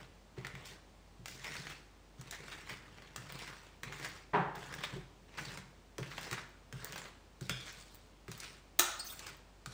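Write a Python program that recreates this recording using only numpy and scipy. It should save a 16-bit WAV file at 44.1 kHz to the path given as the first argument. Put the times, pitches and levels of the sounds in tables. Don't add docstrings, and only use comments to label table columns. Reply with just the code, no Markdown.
import sys
import numpy as np
from scipy import signal
from scipy.fft import rfft, irfft, next_fast_len
from scipy.io import wavfile
from scipy.ndimage import uniform_filter1d, map_coordinates

SR = 44100
rng = np.random.default_rng(int(sys.argv[2]) if len(sys.argv) > 2 else 0)


def pcm_store(signal):
    levels = np.round(np.clip(np.atleast_2d(signal), -1, 1) * 32767)
    wavfile.write(sys.argv[1], SR, levels.astype(np.int16).T)


N = 429093
TIME = np.arange(N) / SR
AFTER = TIME[:SR * 3 // 4]



def amp(db):
    return 10 ** (np.asarray(db) / 20)


def unit(x):
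    return x / np.sqrt(np.mean(x ** 2) + 1e-20)


def along(points, hz):
    f, v = np.transpose(points)
    return np.interp(np.log(hz + 1), np.log(f), v)


def wobble(rate):
    knots = rng.standard_normal(int(N * rate / SR) + 4)
    return map_coordinates(knots, [TIME * rate])


def filtered(x, response):
    size = next_fast_len(len(x) + 8192)
    return irfft(rfft(x, size) * response(np.fft.rfftfreq(size, 1 / SR)), size)[:len(x)]


def coloured(x, spectrum):
    return unit(filtered(x, lambda hz: amp(along(spectrum, hz))))


def narrow(length, width_hz):
    return unit(filtered(rng.standard_normal(length), lambda f: 1 / (1 + (f / width_hz) ** 3)))


def resonate(x, peaks):
    def response(f):
        total = 0
        for k, (centre, width, db) in enumerate(peaks):
            damping = 1j * f * width
            total = total + (-1) ** k * amp(db) * damping / (centre * centre - f * f + damping)
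        return total
    return filtered(x, response)


def fade(t60, rise):
    return amp(-60 * AFTER / max(t60, 1e-3)) * (1 - np.exp(-AFTER / rise))


def burst(spectrum, t60, rise):
    return coloured(rng.standard_normal(len(AFTER)), spectrum) * fade(t60, rise)


def ring(modes, rise, detune):
    total = 0
    for hz, db, t60 in modes:
        pitch = hz * (1 + detune * rng.normal())
        total = total + amp(db) * fade(t60, rise) * np.sin(2 * np.pi * (pitch * AFTER + rng.random()))
    return total


def push(length, rise):
    fall = np.cos(np.pi / 2 * np.minimum(AFTER / max(length, 1e-3), 1))
    return (1 - np.exp(-AFTER / rise)) * fall


def add(track, s, sound):
    part = track[max(round(s * SR), 0):][:len(sound)]
    part += sound[:len(part)]


def crumbs(rate, spread_db, life, smooth):
    sizes = amp(spread_db * np.minimum(rng.standard_exponential(N), 4))
    breaks = (rng.random(N) < rate / SR) * sizes
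    energy = np.abs(signal.lfilter([1], [1, -np.exp(-1 / (life * SR))], breaks ** 2))
    return rng.standard_normal(N) * np.sqrt(energy / energy.mean() + abs(smooth))


def patchy(x, depth_db):
    z = signal.stft(x, nperseg=256)[2]
    field = rng.standard_normal(z.shape)
    for _ in range(2):
        field = uniform_filter1d(uniform_filter1d(field, size=3, axis=0), size=7, axis=1)
    return signal.istft(z * amp(depth_db * unit(field)), nperseg=256)[1][:len(x)]


# f/Hz, level/dB
HUM = [(48.7, -64), (80, -73.5), (98, -76.5), (176, -80.5), (429, -85)]
# f/Hz, density/dB
AIR = [(25, -37), (45, -18), (80, -9), (130, -14.5), (200, -12.5), (450, -17.5), (900, -20), (1400, -25),
       (2200, -27), (5000, -31.5), (8000, -35.5), (15500, -43.5)]


def cooler(air_db=-63):
    hum = 0
    for hz, db in HUM:
        tone = unit(np.sin(2 * np.pi * hz * TIME + 0.083 * wobble(4.7)))
        hum = hum + amp(db + .3 * wobble(5.5)) * tone
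    return hum + amp(air_db) * coloured(rng.standard_normal(N), AIR)


# t/s, length/s, share of the length before the hardest push,
# rasp level/dB, hiss level/dB, build-up/dB
STROKES = [(0.0, .035, 0.32, -57, -65, -5), (0.363, 0.38, 1, -59, -69, 1.5),
           (1.247, .48, 0.68, -53.5, -53, 12.5), (2.177, 0.6, 0.6, -56, -60.5, 7.5),
           (2.8, 0.33, 0.57, -61, -70.5, 9), (3.157, .37, 0.69, -53.5, -55.5, 9),
           (3.573, 0.17, 0.33, -65.5, -70.5, 6), (3.83, .33, 0.55, -53, -55.5, 6.5),
           (4.548, 0.423, 0.8, -55, -60.5, -1), (5.28, .09, 0.89, -59, -68, 9),
           (5.369, 0.21, 0.69, -54, -55.5, 1.5), (5.987, 0.41, 0.47, -54.5, -56.5, 6),
           (6.736, 0.32, 0.37, -52.5, -56, 8.5), (7.415, 0.35, 0.8, -59, -56.5, 5),
           (7.781, 0.26, 0.092, -70.5, -64, -3), (8.285, 0.24, 0.73, -57.5, -56.5, 3),
           (9.168, 0.14, 0.49, -55.5, -57, 5), (9.668, 0.072, 0.74, -61, -57.5, 8)]
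LAND_S, EASE_DB = 0.0048, 3.5
HISS_SWING = 1.42
RASP_LIFT_DB_PER_S, HISS_LIFT_DB_PER_S = 150, 171


def strokes():
    rasp, hiss = np.zeros(N), np.zeros(N)
    for s, length, share, rasp_db, hiss_db, build_db in STROKES:
        contact = np.minimum(AFTER / LAND_S, 1)
        hardest = length * np.clip(share, 0, 1)
        effort_db = np.interp(AFTER, [0, hardest, length], [-build_db, 0, -EASE_DB])
        lifted = np.maximum(AFTER - length, 0)
        add(rasp, s, contact * amp(rasp_db + effort_db - RASP_LIFT_DB_PER_S * lifted))
        add(hiss, s, contact * amp(hiss_db + HISS_SWING * effort_db - HISS_LIFT_DB_PER_S * lifted))
    return rasp, hiss


# f/Hz, density/dB
RASP = [(60, -9.5), (140, 11.5), (250, -1), (420, 2), (650, -5), (1100, 0.5), (1900, -5), (2800, -5.5),
        (4500, -20), (9000, -43.5)]
# f/Hz, density/dB
HISS = [(1500, -29), (3500, 2.5), (5000, 1.5), (8000, -2), (15500, -14.5)]
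# f/Hz, density/dB
SHEEN = [(2500, -14.5), (4500, -15), (7000, -9.5), (8500, -10.5), (11000, -12), (15500, -8.5)]


def scraping(rasp_db=0, hiss_db=-1, edge_db=-3, edge_hz=1900, width_hz=380, wander=.13, crackle_db=-8):
    rasp, hiss = strokes()
    grit = patchy(crumbs(rate=400, spread_db=3.5, life=.0012, smooth=.5), depth_db=3)
    pitch = edge_hz * np.exp(wander * wobble(9))
    edge = narrow(N, width_hz) * unit(np.cos(2 * np.pi * np.cumsum(pitch) / SR))
    crackle = crumbs(rate=35, spread_db=10.5, life=0.0001, smooth=0.0016)
    pressure = np.sqrt(rasp / rasp.max())
    body = amp(rasp_db) * coloured(grit, RASP)
    body += pressure * amp(edge_db + 3.4 * wobble(25)) * edge
    treble = amp(hiss_db + wobble(39)) * coloured(grit, HISS)
    treble += amp(crackle_db) * coloured(crackle, SHEEN)
    drag = amp(0.64 * wobble(35))
    return drag * (rasp * body + hiss * treble)


# t/s, level/dB, slap level/dB
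THUDS = [(.377, -37, -8), (.539, -42, -17), (1.192, -45, -25), (1.581, -40, -24), (2.185, -42.5, -33),
         (2.705, -43.5, -4), (3.17, -41.5, -27), (3.853, -40.5, -24), (4.564, -41, -6), (4.928, -38, -4),
         (4.959, -34, -7.5), (5.462, -42.5, -18), (5.577, -42, -17), (5.987, -32, -3.5), (6.318, -37, -4),
         (6.727, -35.5, -15), (7.413, -34.5, -12), (7.495, -34, -13), (8.283, -38, -12), (9.662, -41, -20)]
# f/Hz, level/dB, t60/s
PLATE = [(77, -4, 0.15), (125.8, -1, 0.3), (135, -4, 0.42), (177.4, -3, 0.23)]
# f/Hz, level/dB, t60/s
COUNTER = [(44.3, -22, 0.43)]
# f/Hz, density/dB
SQUASH = [(45, -20), (75, -5.5), (130, 9), (200, 3), (270, -14.5), (400, -0.5), (700, -18.5), (1500, -38)]
# f/Hz, density/dB
SLAP = [(200, -24), (300, -5), (380, 5.5), (460, -4), (650, -15.5), (1200, -19), (3000, -52)]


def thuds(plate_db=-6.5, slap_db=-3, squash_db=-8, flex_db=-5,
          first_hz=420, last_hz=75, fall_s=0.01276, flex_t60=0.11):
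    out = np.zeros(N)
    for s, db, slap in THUDS:
        swing = amp(plate_db) * ring(PLATE, rise=0.0056, detune=0.041)
        swing += ring(COUNTER, rise=.012, detune=.04)
        squash = amp(squash_db) * burst(SQUASH, t60=0.16, rise=0.014)
        glide = last_hz + (first_hz - last_hz) * np.exp(-AFTER / fall_s)
        hz = glide * np.exp(.12 * rng.normal())
        flex = amp(flex_db) * fade(flex_t60, rise=0.022) * np.sin(2 * np.pi * np.cumsum(hz) / SR)
        smack = amp(slap + slap_db) * burst(SLAP, t60=0.1, rise=0.00091)
        add(out, s, amp(db) * (swing + squash + flex + smack))
    return out


# t/s, body level/dB, brightness/dB
TICKS = [(.448, -30, -19), (.468, -32, -5.5), (.552, -36.5, -10), (1.258, -32, -2.5), (1.282, -35.5, 0.5),
         (1.553, -31.5, -9), (1.669, -31.5, -18), (2.212, -52, 12.5), (2.31, -40, 10.5), (2.481, -36, -12),
         (3.161, -33, 3), (3.301, -34.5, -12), (3.833, -30, -4), (3.924, -32.5, -12), (4.74, -34, -2.5),
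         (5.574, -32, -6), (5.982, -30, -3.5), (6.029, -31, -22), (6.18, -24, -18), (6.312, -31.5, 0.5),
         (6.328, -31, 2), (6.726, -36.5, -4), (6.959, -28.5, -24), (7.055, -36.5, -22), (7.41, -45, 6),
         (7.495, -22, -2), (8.281, -38, -6), (8.316, -38, 3.5), (8.402, -46.5, 15), (9.193, -37.5, 3.5),
         (9.66, -33, -2.5)]
CRUMB_GAP_S, CRUMB_DB, CRUMB_SPREAD_DB, CRUMB_BRIGHT_DB = .06, 14, 3, -12
BITE_S, BITE_DB, BITE_BRIGHT_DB = .009, 12.5, 4


def contacts():
    bites = [(s + BITE_S, db + BITE_DB, hiss_db - db + BITE_BRIGHT_DB) for s, length, db, hz, hiss_db in DIGS]
    rasp_db = 20 * np.log10(strokes()[0] + 1e-9)
    chance = rng.standard_normal((400, 3))
    times = np.cumsum(CRUMB_GAP_S * np.exp(.5 * chance[:, 0]))
    levels = np.interp(times, TIME, rasp_db) + CRUMB_DB + CRUMB_SPREAD_DB * chance[:, 1]
    brights = CRUMB_BRIGHT_DB + 2 * CRUMB_SPREAD_DB * chance[:, 2]
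    heard = (times < TIME[-1]) & (levels > -52)
    return [*TICKS, *bites, *zip(times[heard], levels[heard], brights[heard])]


# f/Hz, density/dB
KNOCK = [(150, -15.5), (500, -3.5), (1000, -1.5), (1700, 2), (3300, -3.5), (5000, -12), (10000, -28)]
# f/Hz, density/dB
SNAP = [(1500, -29), (4000, -0.5), (7500, -0.5), (15500, -11.5)]
TICK_HZ, TICK_SAG_HZ_PER_S, TICK_SCATTER = 2154, 74.4, .1


def ticks(knock_db=-7, snap_db=-6, edge_db=-11, width_hz=260, t60=0.022, crack_db=-5, crack_t60=0.0039):
    out = np.zeros(N)
    for s, db, bright_db in contacts():
        hz = (TICK_HZ - TICK_SAG_HZ_PER_S * s) * np.exp(TICK_SCATTER * rng.normal())
        crack = amp(crack_db - 60 * AFTER / crack_t60)
        knock = burst(KNOCK, t60, rise=0.00054) * (amp(knock_db) + crack)
        tone = narrow(len(AFTER), width_hz) * unit(np.sin(2 * np.pi * hz * AFTER))
        edge = amp(edge_db) * tone * fade(1.18 * t60, rise=0.00041)
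        snap = amp(snap_db + bright_db) * burst(SNAP, 0.95 * t60, rise=.0001)
        add(out, s, amp(db) * (knock + edge + snap))
    return out


# t/s, length/s, level/dB, resonance f/Hz, hiss level/dB
DIGS = [(.46, 0.31, -64, 2030, -84), (0.647, 0.12, -60.5, 3250, -56), (1.271, 0.15, -69, 3320, -56),
        (1.435, 0.071, -44.5, 2193, -56.5), (1.69, .047, -49.5, 1994, -58.5),
        (2.317, .067, -48, 1870, -57.5), (2.513, 0.055, -48.5, 1550, -62), (2.686, 0.076, -45, 2098, -57.5),
        (3.468, 0.04, -50, 1612, -64), (4.038, 0.034, -43, 1930, -52), (4.828, 0.041, -40.5, 3660, -53),
        (5.376, 0.036, -42.5, 1813, -59), (6.106, 0.058, -51.5, 1987, -79), (6.209, 0.1, -55, 2040, -60),
        (6.32, 0.042, -42, 1716, -55), (6.37, 0.036, -43.5, 1417, -79), (6.92, 0.028, -49, 1580, -59),
        (7.661, 0.069, -50.5, 1696, -70), (8.424, .04, -48.5, 2470, -57), (9.259, .051, -51, 1437, -52.5)]


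def grating(width_hz=300, broad_db=-3, sheen_db=-9):
    edge, broad, hiss = np.zeros(N), np.zeros(N), np.zeros(N)
    for s, length, db, hz, high_db in DIGS:
        shove = push(length, rise=0.0065)
        add(edge, s, amp(db) * shove * narrow(len(AFTER), width_hz) * np.sin(2 * np.pi * hz * AFTER))
        add(broad, s, amp(db + broad_db) * shove)
        add(hiss, s, amp(high_db) * shove)
    grit = patchy(crumbs(rate=600, spread_db=3, life=.001, smooth=.3), depth_db=3)
    treble = coloured(grit, HISS) + amp(sheen_db) * coloured(rng.standard_normal(N), SHEEN)
    return edge + broad * coloured(grit, KNOCK) + hiss * treble


# f/Hz, density/dB
BANG = [(55, -34), (90, -8.5), (190, -5.5), (260, -12.5), (330, -1), (560, -8.5), (950, 3), (1150, -6),
        (1850, -7), (2400, -19.5), (3300, -24), (5000, -40.5), (9000, -53), (14000, -63)]
# f/Hz, width/Hz, level/dB
PAN = [(170, 30, 0.5), (375, 33, 7), (414, 22, 2), (660, 14, 1), (790, 35, -25), (970, 70, 4),
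       (1340, 52, -8), (1480, 57, -13), (1840, 54, -28)]


def bang(s=4.332, db=-25, ring_db=-2, boom_db=-30, swell=.05):
    out = np.zeros(N)
    rattle = amp(db) * burst(BANG, t60=0.44, rise=0.0068)
    add(out, s, rattle + amp(ring_db) * resonate(rattle, PAN))
    boom = ring([(141, -0.69, 0.22), (174, -0.12, 0.25)], rise=0.014, detune=0.0017)
    add(out, s + swell, amp(boom_db) * boom)
    return out


# f/Hz, level/dB, t60/s, width/Hz
PAN_MODES = [(975, -30.5, 0.25, 28)]
BLADE_MODES = [(1561, -50, 0.37, 110), (2410, -53.5, 0.84, 190), (3400, -43.5, 0.47, 240),
               (5120, -53.5, 0.41, 130)]
DECK_MODES = [(336, -42.5, 0.17, 45), (855, -43, 0.29, 175), (1360, -38.5, 0.58, 150)]
WIPER_MODES = [(4380, -47, 0.28, 38), (4820, -49, 0.32, 38), (5270, -51, 0.22, 90), (8330, -44, .09, 60)]
# t/s, modes that ring
RINGS = [(4.34, PAN_MODES), (7.496, BLADE_MODES), (8.795, DECK_MODES), (8.994, WIPER_MODES)]


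def pings():
    out = np.zeros(N)
    for s, modes in RINGS:
        for hz, db, t60, width_hz in modes:
            turn = 2 * np.pi * hz * AFTER
            band = narrow(len(AFTER), width_hz) * np.sin(turn)
            band += narrow(len(AFTER), width_hz) * np.cos(turn)
            add(out, s, amp(db) * band * fade(t60, rise=0.0013))
    return out


# t/s, level/dB, t60/s
CLACKS = [(8.7906, -24.5, 0.014), (8.7935, -19, 0.017), (8.795, -20.5, 0.025), (8.8011, -34, 0.013),
          (8.806, -32, 0.023)]
# f/Hz, density/dB
CLACK = [(120, -39.5), (200, -23.5), (330, -3), (600, -8), (1200, -7.5), (2000, 1), (3200, -4), (4000, -4),
         (5000, -5.5), (6200, 1), (8000, 0.5), (11000, -7), (15500, -2)]
# f/Hz, width/Hz, level/dB
STEEL = [(1310, 127, 6), (2825, 32, 5.5), (4000, 180, 5.5), (6050, 37, -23.5), (5790, 200, -31),
         (7800, 330, -27), (15080, 90, -3)]
# f/Hz, density/dB
SHIMMER = [(300, -20.5), (800, 1.5), (1400, 0), (2200, -1.5), (4000, 0.5), (8000, -15.5), (15500, -11.5)]


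def clacks(ring_db=1, shimmer_db=-22, shimmer_t60=0.51):
    blows, plate = np.zeros(N), np.zeros(N)
    for s, db, t60 in CLACKS:
        add(blows, s, amp(db) * burst(CLACK, t60, rise=0.00014))
        add(plate, s, amp(db + shimmer_db) * burst(SHIMMER, shimmer_t60, rise=0.008))
    return 1.82 * blows + amp(ring_db) * resonate(blows, STEEL) + plate


# t/s, length/s, level/dB
WIPES = [(8.989, 0.031, -43), (9.04, 0.17, -46.5), (9.098, 0.023, -48), (9.122, 0.019, -44.5)]


def wiping():
    speed = np.zeros(N)
    for s, length, db in WIPES:
        add(speed, s, amp(db) * push(length, rise=0.0037))
    return speed * coloured(patchy(rng.standard_normal(N), depth_db=6.0), SHEEN)


# f/Hz, t60/s
ROOM = [(150, 0.48), (600, 0.8), (1500, 0.6), (5000, 0.55), (9000, 0.4), (15000, 0.18)]


def room(x):
    hz, t, z = signal.stft(rng.standard_normal(len(AFTER)), SR, nperseg=256)
    decay = amp(-60 * t / along(ROOM, hz)[:, None])
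    tail = signal.istft(z * decay, SR, nperseg=256)[1]
    early = 1 + 0.96 * np.exp(-np.arange(len(tail)) / SR / 0.0081)
    tail = np.pad(tail * early, (SR // 200, 0))
    return signal.fftconvolve(x, tail / np.linalg.norm(tail))[:N]


def scene():
    rubbing = scraping() + grating() + wiping()
    # sound, room level/dB
    sources = [(rubbing, -8), (ticks(), -6), (clacks(), -4), (thuds() + bang() + pings(), -8)]
    total = sum(sound + amp(wet_db) * room(sound) for sound, wet_db in sources)
    return (total + cooler())[None]


# f/Hz, level/dB
MIC = [(8200, 0), (9500, -3.5), (11500, -7), (13300, -10.5), (14500, -1.5), (15400, 8), (16100, -18.5)]
TOP_HZ = 16200


def record(dry):
    def response(hz):
        return amp(along(MIC, hz)) * (hz < TOP_HZ)
    return np.array([filtered(channel, response) for channel in dry])


dry = scene()
out = record(dry)
pcm_store(out)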